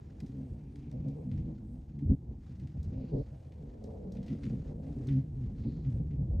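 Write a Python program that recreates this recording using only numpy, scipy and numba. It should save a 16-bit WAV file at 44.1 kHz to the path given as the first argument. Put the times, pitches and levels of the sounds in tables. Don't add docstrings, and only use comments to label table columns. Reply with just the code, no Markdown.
import sys
import numpy as np
from scipy import signal
from scipy.fft import rfft, irfft, next_fast_len
from scipy.io import wavfile
from scipy.ndimage import uniform_filter1d
from numba import njit

SR = 44100
rng = np.random.default_rng(int(sys.argv[2]) if len(sys.argv) > 2 else 0)


def int16_out(signal):
    q = np.round(np.clip(np.atleast_2d(signal).T, -1, 1) * 32767)
    wavfile.write(sys.argv[1], SR, q.astype(np.int16))


N = 282240


def undb(db):
    return 10 ** (np.asarray(db) / 20)


def unit(x):
    return x / np.sqrt(np.mean(x ** 2))


def noise():
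    return rng.standard_normal(N)


def curves(rows):
    s, *columns = np.transpose(rows)
    return [np.interp(np.arange(N) / SR, s, c) for c in columns]


def walk(rate):
    k = int(SR / rate)
    steps = np.repeat(rng.standard_normal(N // k + 1), k)
    return unit(uniform_filter1d(uniform_filter1d(steps, k), k)[:N])


def colour(points):
    hz, db = np.transpose(points)
    f = np.maximum(np.arange(N // 2 + 1) * SR / N, 1)
    level_db = np.interp(np.log(f), np.log(hz), db, left=-120, right=-120)
    return unit(irfft(rfft(noise()) * undb(level_db), N))


@njit
def svf(x, hz, width):
    y, b, l = np.empty(len(x)), 0., 0.
    for i in range(len(x)):
        g, k = np.tan(np.pi * hz[i] / SR), width / hz[i]
        v = (b + g * (x[i] - l)) / (1 + g * (g + k))
        b, l, y[i] = 2 * v - b, l + 2 * g * v, k * v
    return y


def ring(x, hz, width_hz):
    hz = hz * np.ones(N)
    once = svf(x + 1e-18, hz, 1. 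* width_hz)
    return svf(once, hz, 1. * width_hz)


def body(x, modes, shift=1):
    return sum((-1) ** k * undb(db) * ring(x, hz * shift, w) for k, (hz, w, db) in enumerate(modes))


def dull(x, hz):
    return signal.sosfilt(signal.butter(4, hz, fs=SR, output="sos"), x)


def even(x, span_s):
    power = uniform_filter1d(unit(x) ** 2, int(span_s * SR))
    return unit(x / (power + .02) ** .3)


# frequency in Hz, relative level in dB per Hz.
HUSH_COLOUR = [(180, -26.5), (300, 7), (600, -28), (808, -17), (1220, -37), (4080, -39.5), (8310, -41),
               (9800, -61), (11000, -45.5), (15600, -49.5)]
HUSH_DB = -64.5


def hush():
    return undb(HUSH_DB) * colour(HUSH_COLOUR)


# time in seconds, level in dB.
RUSTLE_LEVEL = [(0.0, -76.5), (.65, -81.5), (.8, -77.5), (1.13, -80.5), (1.42, -80), (1.7, -81.5),
                (2.37, -87), (2.46, -76.5), (4.11, -81), (4.32, -73), (4.69, -73.5), (4.8, -81.5),
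                (4.9, -75), (5.11, -70.5), (5.33, -82), (5.74, -76), (6.36, -84)]
# frequency in Hz, relative level in dB per Hz.
GRAIN_COLOUR = [(590, -34.5), (1000, -1), (1520, -1.5), (2030, -3), (3280, -7.5), (4680, -9), (7500, -13),
                (9750, -47)]
DUST_COLOUR = [(4590, -30.5), (7800, 0), (8310, 0.5), (9040, -7.5), (13900, -16.5), (15600, -18.5)]


def rustle():
    flicker = undb(1.7 * walk(20) + 2.1 * walk(150))
    grains = unit(flicker * colour(GRAIN_COLOUR))
    dust = unit(undb(4.5 * walk(9)) * colour(DUST_COLOUR))
    level_db = curves(RUSTLE_LEVEL)[0]
    return undb(level_db) * (grains + undb(-12.5) * dust)


# start in seconds, end in seconds, centre in Hz, width in Hz, level in dB.
SNIFF_PUFFS = [(0.34, 1.4, 2400, 1000, -83), (2.94, 3.29, 4420, 1400, -80),
               (2.924, 3.148, 2470, 1000, -79.5), (5.55, 5.88, 4180, 1100, -77.5)]


def sniffs():
    t, out = np.arange(N) / SR, 0
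    for start, end, hz, width_hz, db in SNIFF_PUFFS:
        progress = np.clip((t - start) / (end - start), 0, 1)
        puff = np.sin(np.pi * progress) ** 0.67 * undb(2.2 * walk(25))
        out = out + undb(db) * puff * unit(ring(noise(), hz, width_hz))
    return out


# time in seconds, relative level in dB, top over that level in dB.
PAW_TICKS = [(0.2014, -54, -10), (0.2615, -59, -7), (0.757, -57, -9), (0.9132, -62.5, -8),
             (1.083, -62, -3.5), (1.3149, -49.5, -20), (1.3762, -54, -16.5), (1.99, -56.5, -16.5),
             (2.5956, -56, -13), (2.6713, -58.5, -12), (2.829, -76, 11.5), (2.9394, -56.5, -28),
             (3.521, -54.5, -17), (3.839, -63, 0), (4.12, -65.5, 5), (4.152, -60, -20), (4.169, -53.5, -39),
             (4.229, -54, -11.5), (4.263, -56, -10), (4.281, -45, -22), (4.434, -44.5, -19),
             (4.8653, -58, -37), (5.0704, -57, 0), (5.0861, -41, -37), (5.439, -58.5, -27),
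             (5.6376, -51, -32), (5.846, -53, -30), (5.984, -65, -30), (6.1075, -56.5, -25)]
# centre in Hz, width in Hz, relative level in dB.
GRIT_LOW = [(2050, 610, 3.5), (1320, 940, -9), (2370, 450, -6), (3160, 1800, -4.5)]
GRIT_HIGH = [(5000, 4600, 6.5), (8400, 1300, -2.5), (12400, 1200, -4)]


def ticks():
    low, top = np.zeros(N), np.zeros(N)
    t = np.arange(int(.3 * SR)) / SR
    grain = undb(2.6 * np.repeat(rng.exponential(size=N // 128 + 1), 128))
    for s, db, top_db in PAW_TICKS:
        i = max(int((s - .001) * SR), 0)
        n = min(len(t), N - i)
        crack = 0.63 * np.exp(-t[:n] / 0.0028)
        scuff = grain[i:i + n] * (0.07 * np.exp(-t[:n] / 0.02) + 0.055 * np.exp(-t[:n] / 0.066))
        shape = (1 - np.exp(-t[:n] / 0.0018)) * (crack + scuff)
        low[i:i + n] += undb(db) * shape
        top[i:i + n] += undb(db + top_db) * shape
    grit = np.sign(noise())
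    return undb(6.0) * body(low * grit, GRIT_LOW) + undb(7.0) * body(top * grit, GRIT_HIGH)


GUST_HZ, GUST_WIDTH_HZ = 65.8, 58


def gusts(gain):
    eddies = undb(2.2 * walk(13)) * noise()
    thump = ring(eddies, GUST_HZ * np.exp(0.12 * walk(12)), GUST_WIDTH_HZ)
    return dull(gain * even(thump, 0.07), 570)


MOUTH_SHUT_DB, MOUTH_OPEN_DB = -48.5, 7
MOUTH_LAG, EASY_DB = 0.31, -46


def jaws(db, throat_db, opening):
    mouth = MOUTH_SHUT_DB + (MOUTH_OPEN_DB - MOUTH_SHUT_DB) * opening - MOUTH_LAG * (db - EASY_DB)
    return [db, db + throat_db, db + mouth]


ATTACK_S, RELEASE_S, SMOOTH_S = 0.0044, 0.015, 0.0012
EARLY = .7


def add(gain, start, length, db, swell):
    a, b = int((start - ATTACK_S) * SR), min(int((start + length + RELEASE_S) * SR), N)
    arch = np.abs(np.sin(np.pi * np.linspace(0, 1, b - a) ** EARLY))
    hump = arch ** np.reshape(swell, (-1, 1))
    gain[:, a:b] = np.maximum(gain[:, a:b], undb(np.reshape(db, (-1, 1))) * hump)


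# time in seconds, chest in dB, throat over chest in dB,
# jaw opening from 0 to 1.
RUMBLE = [(0.0, -57, -3.5, 0.61), (.35, -53, 0.5, 0.61), (1.0, -46, -4.5, 0.41), (1.45, -49, 1.5, 0.53),
          (1.9, -51.5, 0, 0.44), (2.13, -53, -0.1, 0.46), (2.75, -49.5, -7.5, 0.34),
          (2.98, -47.5, 3.5, 0.7), (3.3, -50.5, -11.5, 0.57), (3.7, -53.5, -2.5, 0.69),
          (4.1, -52.5, 8, 0.65), (4.55, -45, -3.5, 0.64), (4.85, -47, -1.5, 0.69), (5.45, -38, -9.5, 0.4),
          (5.68, -44, -2, 0.57), (5.9, -36, -12, 0.35), (6.2, -39, -10.5, 0.54), (6.39, -48, 0, 0.3)]
# start in seconds, length in seconds, chest in dB,
# jaw opening from 0 to 1.
GROWL_SURGES = [(0.224, 0.02, -40, 0.52), (0.289, 0.2, -44.5, 0.57), (0.938, 0.043, -40, 0.6),
                (1.046, 0.14, -40.5, 0.59), (1.153, 0.082, -45, 0.76), (1.242, .196, -39.5, 0.47),
                (1.411, 0.16, -42.5, 0.57), (1.94, 0.1, -45.5, 0), (2.019, 0.05, -36.5, 0.1),
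                (2.096, .04, -29.5, 0.43), (2.269, 0.096, -53.5, 0.63), (2.615, 0.059, -44.5, 0.33),
                (2.749, 0.023, -36, 0.5), (2.906, .127, -47.5, 0.68), (3.123, 0.093, -34, 0.8),
                (3.813, 0.4, -59.5, 0.96), (4.18, 0.082, -44.5, 0.72), (4.292, 0.044, -37, .4),
                (4.437, 0.051, -36.5, 0.3), (4.493, 0.13, -40, 0.1), (4.706, 0.031, -42, 0.71),
                (4.886, 0.048, -39.5, 0.62), (4.941, 0.077, -39, 0.24), (5.082, .12, -27.5, 0.2),
                (5.441, 0.042, -38, 0), (5.655, 0.038, -33.5, 0.48), (5.865, 0.032, -31, 0.05),
                (5.985, 0.032, -33, 0.51), (6.124, 0.1, -33.5, 0.2), (6.304, .12, -51.5, 0.85)]
# time in seconds, level in dB.
WIND_LEVEL = [(0.0, -49), (1.8, -46.5), (3.2, -48), (4.2, -46.5), (6.05, -40), (6.39, -29)]
# start in seconds, length in seconds, level in dB.
WIND_THUMPS = [(0.501, 0.055, -35.5), (0.987, 0.023, -32), (1.23, 0.28, -37.5), (2.052, 0.08, -26),
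               (2.102, 0.027, -21.5), (2.283, 0.035, -37), (2.616, 0.041, -38.5), (2.762, 0.057, -33),
               (2.841, 0.062, -33.5), (2.91, 0.14, -36), (3.126, 0.099, -33.5), (5.415, 0.12, -38),
               (5.941, 0.036, -28.5), (6.216, 0.0072, -29), (6.306, 0.091, -30.5)]
SURGE_SWELL = [.3, 0.45, 0.6, 0.7]
BASS_DB = -10.5


def effort():
    chest_db, throat_db, opening = curves(RUMBLE)
    gain = undb(jaws(chest_db, throat_db, opening) + curves(WIND_LEVEL))
    for start, length, db, wider in GROWL_SURGES:
        middle = int((start + length / 2) * SR)
        levels_db = jaws(db, throat_db[middle], wider) + [db + BASS_DB]
        add(gain, start, length, levels_db, SURGE_SWELL)
    for start, length, db in WIND_THUMPS:
        add(gain[-1:], start, length, db, SURGE_SWELL[-1])
    return np.sqrt(uniform_filter1d(gain ** 2, int(SMOOTH_S * SR), axis=1))


# time in seconds, strong-weak pulse pairs per second (Hz) before scatter,
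# roughness from 0 to 1.
VOICING = [(0, 68, .4), (1.1, 70, .22), (1.4, 70, .25), (1.7, 66, .5), (1.95, 71, .15), (2.3, 64, .5),
           (3.13, 72, .25), (3.23, 60, .2), (3.4, 66, .45), (5.05, 70, .4), (5.1, 70, .06), (5.22, 71, .12),
           (5.3, 68, .35)]


def folds():
    hz, rough = curves(VOICING)
    phase = np.cumsum(2 * hz * np.exp(.45 * rough * walk(60))) / SR
    at = np.flatnonzero(np.diff(np.floor(phase)))
    weak = np.where(np.arange(len(at)) % 2, .55, 1)
    pulses = np.zeros(N)
    pulses[at] = weak * undb(12 * rough[at] * rng.standard_normal(len(at)))
    catch = undb(8 * rough * walk(25))
    return catch * (unit(pulses) + rough * .4 * noise())


# centre in Hz, width in Hz, relative level in dB.
CHEST_MODES = [(139.6, 41.5, 14), (105, 66, -0.5)]
THROAT_MODES = [(261.7, 27.8, -2.5), (207.7, 38.3, 1), (334.8, 49.3, -13.5)]
MOUTH_MODES = [(435.4, 131, 7), (572, 150, -7), (725, 190, -10.5)]
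RASP_MODES = [(715, 310, 4), (910, 610, -8.5)]


def growl(source, chest, throat, mouth, rasp):
    hz, rough = curves(VOICING)
    air = undb(2.4 * walk(45)) * noise()
    chest_shift = hz / hz.mean() * np.exp(.15 * rough * walk(10))
    chest_ring = even(body(source, CHEST_MODES, chest_shift), .07)
    throat_ring = even(body(source, THROAT_MODES, np.exp(0.055 * walk(9))), 0.032)
    mouth_ring = even(body(source + .6 * air, MOUTH_MODES, np.exp(0.068 * walk(9))), 0.027)
    teeth = unit(body(air, RASP_MODES))
    voice = chest * chest_ring + throat * throat_ring + dull(mouth * mouth_ring, 860) + rasp * teeth
    return dull(voice, 1100)


def scattered_growl(chest, throat, mouth, rasp):
    return growl(noise(), undb(-42.5) * chest, undb(-24) * throat, undb(-4.0) * mouth, undb(0.5) * rasp)


FLUTTER_DB, FLUTTER_HZ = 1.5, 44.99
# centre in Hz, width in Hz,
# level in dB of the part by which they differ (used in record).
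PORT_BANDS = [(900, 550, -12.5), (8300, 1600, -12)]


def scene():
    chest, throat, mouth, bass = effort()
    chest, throat, mouth = undb(FLUTTER_DB * walk(FLUTTER_HZ)) * np.array([chest, throat, mouth])
    rasp = undb(-40.5) * np.sqrt(mouth)
    voice = growl(folds(), chest, throat, mouth, rasp)
    scattered = scattered_growl(chest, throat, mouth, rasp)
    paws = ticks()
    mid = voice + gusts(bass) + paws + rustle() + sniffs() + hush()
    around = rustle()
    wide = sum(ring(undb(-8.5) * hush() + undb(2.2) * around, hz, w) for hz, w, _ in PORT_BANDS)
    side = scattered + undb(-18.0) * around + wide + undb(-21.0) * paws
    return np.array([mid + side, mid - side])


NULL_HZ, NULL_WIDTH_HZ = 7620, 270
LOW_CUT_HZ, TOP_HZ = 34, 15740


def record(dry):
    mid = dry.mean(axis=0)
    shifted = np.imag(signal.hilbert(mid, next_fast_len(N)))[:N]
    apart = sum(undb(db) * signal.filtfilt(*signal.iirpeak(hz, hz / w, SR), shifted)
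                for hz, w, db in PORT_BANDS)
    null = signal.filtfilt(*signal.iirnotch(NULL_HZ, NULL_HZ / NULL_WIDTH_HZ, SR), mid) - mid
    ports = dry + null + np.array([-apart, apart])
    wet = signal.sosfilt(signal.butter(2, LOW_CUT_HZ, "high", fs=SR, output="sos"), ports)
    return signal.sosfilt(signal.ellip(8, .2, 70, TOP_HZ, fs=SR, output="sos"), wet)


dry = scene()
out = record(dry)
int16_out(out)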